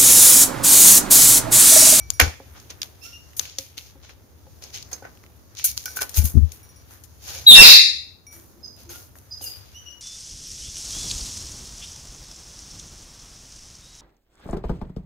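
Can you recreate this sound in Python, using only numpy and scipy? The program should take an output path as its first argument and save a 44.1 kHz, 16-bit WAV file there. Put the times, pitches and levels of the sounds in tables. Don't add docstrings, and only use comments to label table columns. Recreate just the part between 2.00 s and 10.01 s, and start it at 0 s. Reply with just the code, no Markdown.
import sys
import numpy as np
from scipy import signal
from scipy.fft import rfft, irfft
from scipy.io import wavfile
from scipy.ndimage import uniform_filter1d

SR = 44100
rng = np.random.default_rng(int(sys.argv[2]) if len(sys.argv) > 2 else 0)


def dump(signal):
    limited = np.clip(np.atleast_2d(signal).T, -1, 1)
    pcm = np.round(limited * 32767).astype(np.int16)
    wavfile.write(sys.argv[1], SR, pcm)


N = 353196
T = np.arange(N) / SR

# mode_hz, level_db, t60_s
BOWL_MODES = [(1478, -2, 0.05), (1505, -2, 0.13), (1550, -10.5, 0.08), (2350, -3, 0.05),
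              (3003, -18.5, 0.069), (4280, -4, 0.046), (5000, -5, 0.1), (6320, -3, 0.084),
              (6600, -3.5, 0.039)]
# mode_hz, level_db, t60_s
TRAY_MODES = [(279, -5, 0.12), (402, -6, 0.067), (489, -2, 0.04), (536, -5.5, 0.14), (729, -6, 0.036),
              (819, -5, 0.042)]


def undb(db):
    return 10 ** (np.asarray(db) / 20)


def sides(pan_db):
    return undb(np.array([[pan_db], [-pan_db]]) / 2)


def colour(x, points):
    hz, db = np.transpose(points)
    size = x.shape[-1]
    bin_hz = np.fft.rfftfreq(size, 1 / SR)
    gain_db = np.interp(np.log(bin_hz + 1), np.log(hz), db)
    return irfft(rfft(x) * undb(gain_db), size)


def bandpass(x, lo_hz, hi_hz):
    return signal.sosfilt(signal.butter(2, [lo_hz, hi_hz], "band", fs=SR, output="sos"), x)


def band(x, lo_hz, hi_hz):
    y = bandpass(x, lo_hz, hi_hz)
    return y / np.sqrt(np.mean(y ** 2))


def add(out, s, sound):
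    i = int(s * SR)
    out[:, i:i + sound.shape[1]] += sound[:, :N - i]


def walk(rate_hz, size=N):
    hold = int(SR / rate_hz)
    steps = np.repeat(rng.standard_normal(size // hold + 1), hold)
    return 1.3 * uniform_filter1d(uniform_filter1d(steps, hold), hold)[:size]


def room(x):
    # band_hz, t60_s
    room_t60 = [(250, .45), (1000, .4), (3000, .47), (6000, .44), (12000, .3)]
    t, tail = T[:SR], 0
    for hz, t60_s in room_t60:
        noise = band(rng.standard_normal((2, SR)), hz * .55, hz * 1.6)
        tail = tail + np.sqrt(hz) * noise * undb(-60 * t / t60_s)
    tail = tail * np.clip((t - .004) / 0.0085, 0, 1)
    tail = tail / np.sqrt(np.sum(tail ** 2) / 2)
    return signal.fftconvolve(x, tail, axes=1)[:, :N]


def part_shared_noise(size):
    return rng.standard_normal((2, size)) + 0.79 * rng.standard_normal((1, size))


def hiss():
    # hz, density_db_per_hz
    hiss_spectrum = [(20, -49), (45, -24.5), (75, -2), (125, -16), (170, -16.5), (280, -15.5), (450, -19.5),
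                     (700, -24), (1300, -27), (3000, -41.5), (5500, -39.5), (15300, -35)]
    # hz, left_minus_right_db
    hiss_balance = [(60, 3), (700, 0.5), (1500, -9), (15000, 0)]
    noise = colour(part_shared_noise(N), hiss_spectrum)
    noise[0] = colour(noise[0], hiss_balance)
    level_db, waver_db = -54, 1.2
    return noise / np.sqrt(np.mean(noise ** 2)) * undb(level_db + waver_db * walk(3))


def rumble():
    # time_s, level_db
    rumble_level = [(0.0, -45), (0.42, -50), (0.82, -53.5), (3.46, -53.5), (3.97, -49.5), (4.32, -42),
                    (4.48, -49), (5.02, -51), (5.57, -45), (5.87, -59.5), (7.65, -47), (8.01, -54)]
    swell_db = 2.5
    noise = band(band(part_shared_noise(N), 55, 110), 54, 160)
    level_db = np.interp(T, *np.transpose(rumble_level)) + swell_db * walk(4.5)
    return noise * undb(level_db) * sides(3.3)


def whistle(hz, db, second_db, rough):
    slow, quick, size = (walk(rate, size=len(hz)) for rate in (150, 900, 700))
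    shaken_hz = hz * (1 + .004 * slow + .12 * rough * quick)
    phase = 2 * np.pi * np.cumsum(shaken_hz) / SR
    return undb(db) * (1 + rough * size) * (np.sin(phase) + undb(second_db) * np.sin(2 * phase))


def bending_tones(calls, rough):
    out = np.zeros((2, N))
    for s, length_s, start_hz, end_hz, db, second_db, pan_db in calls:
        part = np.arange(0, length_s, 1 / SR) / length_s
        hz = end_hz + (start_hz - end_hz) * (1 - part) ** 2
        shape = np.sin(np.pi * part ** 0.86)
        add(out, s, shape * whistle(hz, db, second_db, rough) * sides(pan_db))
    return out


def hums():
    # start_s, length_s, start_hz, end_hz, level_db, second_partial_db, left_minus_right_db
    hum_calls = [(5.83, .1, 327, 346.7, -53.5, -25, 0), (6.33, 0.1, 338, 335.5, -52.5, -30.5, 0.0017),
                 (6.55, 0.076, 330, 347, -55, -28, 0.00079), (6.86, 0.085, 339, 350, -45, -31, 0.0062)]
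    return bending_tones(hum_calls, rough=.05)


def chirps():
    # start_s, length_s, start_hz, end_hz, level_db, second_partial_db, left_minus_right_db
    chirp_calls = [(1.012, 0.06, 2560, 2810, -51, 0, -16.5), (1.045, 0.047, 1303, 1414, -52, -36.5, -5),
                   (1.122, 0.043, 2720, 2826, -42, -9.5, 2), (6.628, 0.043, 5150, 4960, -39, -38, -8.5),
                   (6.642, 0.027, 6400, 6170, -51, -32, 8), (6.93, 0.057, 1360, 1433, -50, -9.5, -3),
                   (7.308, 0.042, 4980, 4916, -34.5, -38, -5), (7.325, 0.0075, 6100, 6100, -42, -30, -5),
                   (7.415, 0.065, 3080, 2770, -45.5, -28, -1), (7.455, 0.037, 5130, 4780, -33, -26, 3.5),
                   (7.74, 0.061, 2765, 3040, -43.5, -5, -2), (7.855, .058, 2833, 2954, -40, -7.5, 7)]
    return bending_tones(chirp_calls, rough=.09)


def shriek():
    # time_s, pitch_hz, level_db, second_partial_db, roughness (0-1)
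    shriek_notes = [
        [(5.461, 3838, -38.5, -22, 0.01), (5.468, 3870, -6, -25.5, 0), (5.476, 3878, 1.5, -22, 0.06),
         (5.495, 3831, 6, -5, 0.14), (5.52, 3624, 11.5, -16.5, 0.12), (5.545, 3654, 8.5, -19.5, 0.19),
         (5.555, 3680, -29, -39.5, 0)],
        [(5.542, 2800, -13.5, -2.5, .05), (5.555, 2755, 1, -10.5, .05), (5.605, 2691, 3, -2, .07),
         (5.63, 2408, -3.5, 7.5, .12), (5.66, 1933, -16, 20, .25), (5.685, 2040, -18, 19, 0.91),
         (5.71, 2192, -22.5, 5.5, 0.94), (5.73, 2244, -16.5, 1.5, 1.04)],
    ]
    pan_db, left_lag_samples = 3.3, 3
    out, air = np.zeros((2, N)), band(rng.standard_normal(SR), 4400, 11000)
    for note in shriek_notes:
        s, *columns = np.transpose(note)
        t = np.arange(s[0], s[-1], 1 / SR)
        hz, db, second_db, rough = (np.interp(t, s, c) for c in columns)
        hoarse = undb(db + second_db - 8.5) * rough * air[:len(t)]
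        voice = whistle(hz, db, second_db, rough) + hoarse
        add(out, s[0], voice * sides(pan_db))
    return np.array([np.roll(out[0], left_lag_samples), out[1]])


def gusts():
    # start_s, left_level_db, left_minus_right_db, rise_ms, eddy_share_db
    gust_events = [(.218, -8, 7, 13, -22.5), (0.266, -17, 6, 10, -19.5), (4.174, -3, 18, 21.6, -29),
                   (4.215, -21, 18, 12.6, -5.5), (4.24, -9, 24, 8.3, -20), (4.339, -12, 36, 18, -4),
                   (4.367, 4, 53, 6, -21), (4.409, -3.5, 43.5, 29, -33)]
    port_hz, port_t60_s = 76.8, 0.13
    out, t = np.zeros((2, N)), T[:SR // 4]
    tone = np.sin(2 * np.pi * port_hz * t)
    eddies = band(band(rng.standard_normal((len(gust_events), len(t))), 110, 240), 95, 400)
    for (s, db, pan_db, rise_ms, eddy_db), eddy in zip(gust_events, eddies):
        rise_s = rise_ms / 1000
        rise = np.sin(np.pi / 2 * np.minimum(t / rise_s, 1))
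        push = rise * undb(-60 * np.maximum(t - rise_s, 0) / port_t60_s)
        add(out, s, push * (tone + undb(eddy_db) * eddy) * undb([[db], [db - pan_db]]))
    return out


def rustle():
    # time_s, level_db
    stirring = [(0, -60.5), (.5, -63.5), (1.3, -64), (1.55, -64.5), (2.3, -69), (2.8, -64), (3.5, -68),
                (3.75, -64.5), (4.15, -55.5), (4.4, -62), (4.9, -64), (5.4, -66.5), (5.55, -77.5),
                (6.2, -80), (6.4, -70.5), (7.1, -72.5), (7.5, -57), (8.01, -67)]
    # start_s, rise_s, fade_t60_s, level_db, share_above_8khz_db, share_under_2khz_db
    swishes = [(.105, 0.0037, 0.14, -49, 4, -10), (0.2, 0.0026, 0.28, -24, -7, 0.5),
               (.5, 0.074, 0.24, -54.5, -13, 1), (.691, 0.011, 0.15, -43.5, -15, -5.5),
               (0.829, 0.0069, 0.18, -46, -1.5, -10.5), (0.998, 0.052, 0.6, -49, -1, -26.5),
               (1.364, .003, 0.29, -51.5, 16.5, -27), (1.398, 0.0029, 0.7, -42, -15, -13),
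               (1.59, .003, 0.4, -46, -1, -21), (1.766, 0.0073, 0.37, -44, -4, -18),
               (1.83, 0.033, .4, -54.5, -1, -16), (2.018, 0.015, 0.33, -50, -20, -7.5),
               (2.08, 0.021, .12, -50.5, -21, -2.5), (2.609, 0.017, 0.5, -47, -9.5, -9),
               (2.717, 0.028, 0.33, -38, -10, -19), (2.91, 0.0053, 0.37, -50, 3.5, -2),
               (3.02, 0.03, 0.3, -66, -7, 19.5), (3.545, 0.042, 0.42, -38, -12.5, -37),
               (3.64, 0.0026, 0.15, -30.5, 18, -40), (3.66, 0.015, 0.26, -36.5, 6.5, -40),
               (3.76, 0.013, 0.36, -41.5, 3, -25), (3.858, .003, 1, -48, 5, -7),
               (3.947, 0.026, 0.078, -38.5, 13, -5), (4, 0.015, 0.14, -33.5, 9.5, 1),
               (4.09, .006, 0.51, -58, 14, -25), (4.133, 0.04, 0.24, -34.5, 10, -10.5),
               (4.228, 0.026, 0.19, -41.5, 19.5, -8.5), (4.52, 0.0047, 0.29, -57.5, 14, -14),
               (4.878, 0.036, 0.54, -61.5, 11, 2.5), (5.169, .13, 0.63, -41.5, 1.5, -9),
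               (5.3, 0.056, 0.46, -43.5, 2, -9.5), (6.299, .034, 0.6, -58, 9, -1.5),
               (6.73, 0.067, 0.55, -56, 0.5, -5), (6.882, 0.022, 0.58, -48, 8, -2.5),
               (7.15, 0.0083, 0.29, -66.5, 14, 9), (7.4, 0.027, 0.15, -55, 19, -15),
               (7.428, 0.015, 0.31, -51.5, 19.5, -6)]
    bed_high_db, bed_low_db, pan_db = 1, -1.5, 1
    flicker_db, patch_db = 0.84, 2

    bed_db = np.interp(T, *np.transpose(stirring))
    power = undb([[0], [bed_high_db], [bed_low_db]] + bed_db) ** 2
    for s, rise_s, t60_s, db, high_db, low_db in swishes:
        t = T[:int((rise_s + t60_s) * SR)]
        fade_db = -60 * np.maximum(t - rise_s, 0) / t60_s
        shape = np.minimum(t / rise_s, 1) ** 2 * undb(db + fade_db)
        add(power, s, (undb([[0], [high_db], [low_db]]) * shape) ** 2)

    crunch = uniform_filter1d((rng.random(N) < 900 / SR) * rng.exponential(1, N), size=24) * 24
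    # register row, lo_hz, hi_hz, noise width_hz
    halves = [(0, 2100, 4000, 5100), (0, 4000, 7200, 5100), (1, 8000, 14800, 6800),
              (2, 280, 900, 1720), (2, 900, 2000, 1720)]
    out = np.zeros((2, N))
    for register, lo_hz, hi_hz, width_hz in halves:
        waver = undb(flicker_db * walk(80) + patch_db * walk(14))
        grains = (1 + 0.3 * crunch) * waver * np.sqrt(power[register])
        noise = bandpass(grains * rng.standard_normal((2, N)), lo_hz, hi_hz)
        out += noise * np.sqrt(SR / 2 / width_hz)
    return out * sides(pan_db)


def rattle(x, modes, start_db):
    power = uniform_filter1d(x ** 2, size=441)
    drive = x * power / (power + undb(2 * start_db))
    out = 0
    for hz, db, t60_s in modes:
        q = hz * t60_s * np.pi / np.log(1000)
        out = out + undb(db) * signal.lfilter(*signal.iirpeak(hz, q, fs=SR), drive)
    return out


def struck(blows, modes, scatter_db):
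    out, t = np.zeros((2, N)), T[:SR // 3]
    hz, mode_db, t60_s = (c[:, None] for c in np.transpose(modes))
    for s, db, pan_db, tilt_db in blows:
        share, detune, phase = rng.standard_normal((3, len(modes), 1))
        tilt = tilt_db * np.log2(hz / hz[0])
        gain = undb(db + mode_db + tilt + scatter_db * share - 60 * t / t60_s)
        pitch_hz = hz * (1 + .003 * detune[0])
        ring = np.sum(gain * np.sin(2 * np.pi * pitch_hz * t + 2 * phase), axis=0)
        add(out, s, .5 * sides(pan_db) * ring * np.minimum(t / 0.00025, 1))
    return out


def steps():
    # start_s, level_db, left_minus_right_db, sharpness_db_per_octave
    footfalls = [(0.201, -19.5, -5, 3), (0.211, -30, 1.5, 4), (0.401, -38, -1, 4.5), (1.395, -48, -23.5, 4),
                 (1.585, -33.5, 1, 1.5), (1.771, -42.5, 4, -3), (1.956, -40.5, -1.5, 0.5),
                 (2.089, -44, -4.5, -4), (2.468, -51.5, 2, 8.5), (3.023, -34, 0.5, 5),
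                 (3.051, -48.5, -6, 10.5), (4.016, -44, 13.5, 1.5), (7.41, -39, -22, -4)]
    return struck(footfalls, TRAY_MODES, 3.8)


def twangs():
    # start_s, level_db, left_minus_right_db, sharpness_db_per_octave
    wire_blows = [(0, -35.5, 1, -2.5), (.135, -45.5, -2, 9), (.2, -21, 10, -5.5), (3.643, -37, -6, -10),
                  (3.858, -41, 7, 6), (4.63, -57, 0, 11.5), (4.69, -63, 3.5, 12.5), (4.76, -59, 3.5, 10.5),
                  (6.267, -45.5, 2.5, 6), (6.31, -47.5, 5.5, 3.5)]
    # mode_hz, level_db, t60_s
    wire_modes = [(2290, 0, .32), (5750, -2, .28), (9990, -9, .18), (14700, -19, .14)]
    return struck(wire_blows, wire_modes, 1.5)


def knocks():
    # start_s, level_db, left_minus_right_db, sharpness_db_per_octave
    bowl_blows = [(0.1968, -8.5, -1, -1), (0.2117, -15, -2.5, -8.5), (2.93, -49.5, -15, 11),
                  (3.026, -39, -5, -13), (3.0533, -37.5, -5.5, -7), (3.6444, -39, -18.5, -1),
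                  (3.859, -28, -10, -2.5), (3.8797, -31.5, -11, -6), (3.97, -24, 4, -15),
                  (3.9896, -22, 1, -6), (4.016, -23, -13.5, -3.5), (6.8924, -47.5, -1, 6)]
    return struck(bowl_blows, BOWL_MODES, 1.0)


def taps():
    # start_s, level_db, centre_hz, left_minus_right_db, t60_ms
    tap_events = [(0.1033, 0, 7200, 17, 4.7), (.199, 23.5, 2250, -9, 8.7), (0.2118, -1.5, 1850, -2, 64),
                  (0.599, -33.5, 6380, 3.5, 27), (.7032, -25.5, 5160, -1, 27), (0.7075, -27, 5830, 0, 27),
                  (0.817, -13.5, 4600, -3.5, 29), (0.8306, -12.5, 4160, 14, 6.7),
                  (1.3329, -36, 2230, -8.5, 17), (1.369, -29.5, 7000, 11, 13), (1.3945, -3.5, 5500, 6, 16),
                  (1.41, -32, 1500, 0, 40), (1.454, -23, 2800, 2, 16), (1.497, -31, 4940, 9, 17),
                  (1.585, -10.5, 5600, 2, 28), (1.7793, -20, 3780, 9, 22), (1.7856, -25, 3380, -17, 16),
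                  (2.092, -31.5, 2460, 0, 26), (2.6386, -30, 6040, 18, 15), (2.7437, -34, 3700, 5, 18),
                  (2.7746, -11.5, 2480, 1, 3.5), (2.826, -24.5, 5300, 12, 15), (2.9172, -32, 5540, 10, 11),
                  (2.9317, -33.5, 7200, 27.5, 38), (2.981, -38, 1900, 0, 9), (3.051, -34, 1540, -2, 11),
                  (3.1733, -34, 2290, 1, 11), (3.2385, -29.5, 1460, 2.5, 8.6), (3.263, -35, 2494, -2, 13),
                  (3.5507, -29, 5500, -5, 11), (3.57, -24.5, 4530, 6, 11), (3.589, -21.5, 4770, 17, 11),
                  (3.596, -20, 2640, -1, 21), (3.643, -9, 12400, -1, 4), (3.6694, -17, 12600, -0.5, 11),
                  (3.7144, -18.5, 9180, 3, 15), (3.7768, -3, 5750, 1, 6.4), (3.839, -26, 6730, 6, 16),
                  (3.8564, -10.5, 11600, 1, 24), (4.0048, -22, 1520, -6, 14),
                  (4.0192, -7.5, 7500, 10.5, 9.8), (4.03, -12, 6900, -1, 8), (4.093, -23.5, 8650, 16, 24),
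                  (4.142, -22.5, 6580, 5, 90), (4.1874, -4.5, 12200, 9, 15), (4.375, -29, 900, 25, 23),
                  (4.519, -23, 6400, 12.5, 13), (4.9087, -29, 1570, 4, 8.2), (5.037, -36, 9500, 13, 83),
                  (6.3973, -34, 5940, 3, 11), (6.765, -34, 11000, 3, 11), (7.1546, -35, 1480, 8, 15),
                  (7.186, -33.5, 9700, 7, 17), (7.4123, -33, 5160, 13, 20)]
    trail_db, trail_t60_s = -21, .02
    crest_db = 12
    out, t = np.zeros((2, N)), T[:8192]
    trail = undb(trail_db - 60 * t / trail_t60_s)
    attack = np.minimum(t / 0.00048, 1)
    for s, db, hz, pan_db, t60_ms in tap_events:
        noise = rng.standard_normal((2, 8192)) + 0.49 * rng.standard_normal(8192)
        crack = band(noise, hz * 0.65, hz * 1.47) + 0.79 * band(noise, hz * 0.29, 14000)
        shape = (undb(-60 * t / (t60_ms / 1000)) + trail) * attack
        add(out, s, undb(db - crest_db) * shape * crack * sides(pan_db))
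    return out


def scene():
    far = chirps() + hums()
    loud = shriek()
    near = steps() + twangs() + knocks() + taps()
    wet = room(undb(-28.0) * near + undb(0.5) * loud + undb(-2) * far)
    scrapes = rustle()
    bowl_buzz = undb(5) * rattle(scrapes, BOWL_MODES, -40)
    tray_buzz = undb(8) * rattle(scrapes, TRAY_MODES, -44)
    return hiss() + rumble() + far + loud + wet + gusts() + scrapes + bowl_buzz + tray_buzz + near


def record(dry):
    # hz, gain_db
    mic_response = [(200, 0), (3000, 0), (5000, 2), (6600, 5), (7150, 0), (7500, -9), (8300, -8),
                    (9200, -3), (12000, 0)]
    knee, top_hz = 5.0, 15450
    x = colour(dry, mic_response)
    saturated = x / (1 + np.abs(x) ** knee) ** (1 / knee)
    return signal.sosfilt(signal.ellip(8, .2, 60, top_hz, fs=SR, output="sos"), saturated)


dry = scene()
out = record(dry)
dump(out)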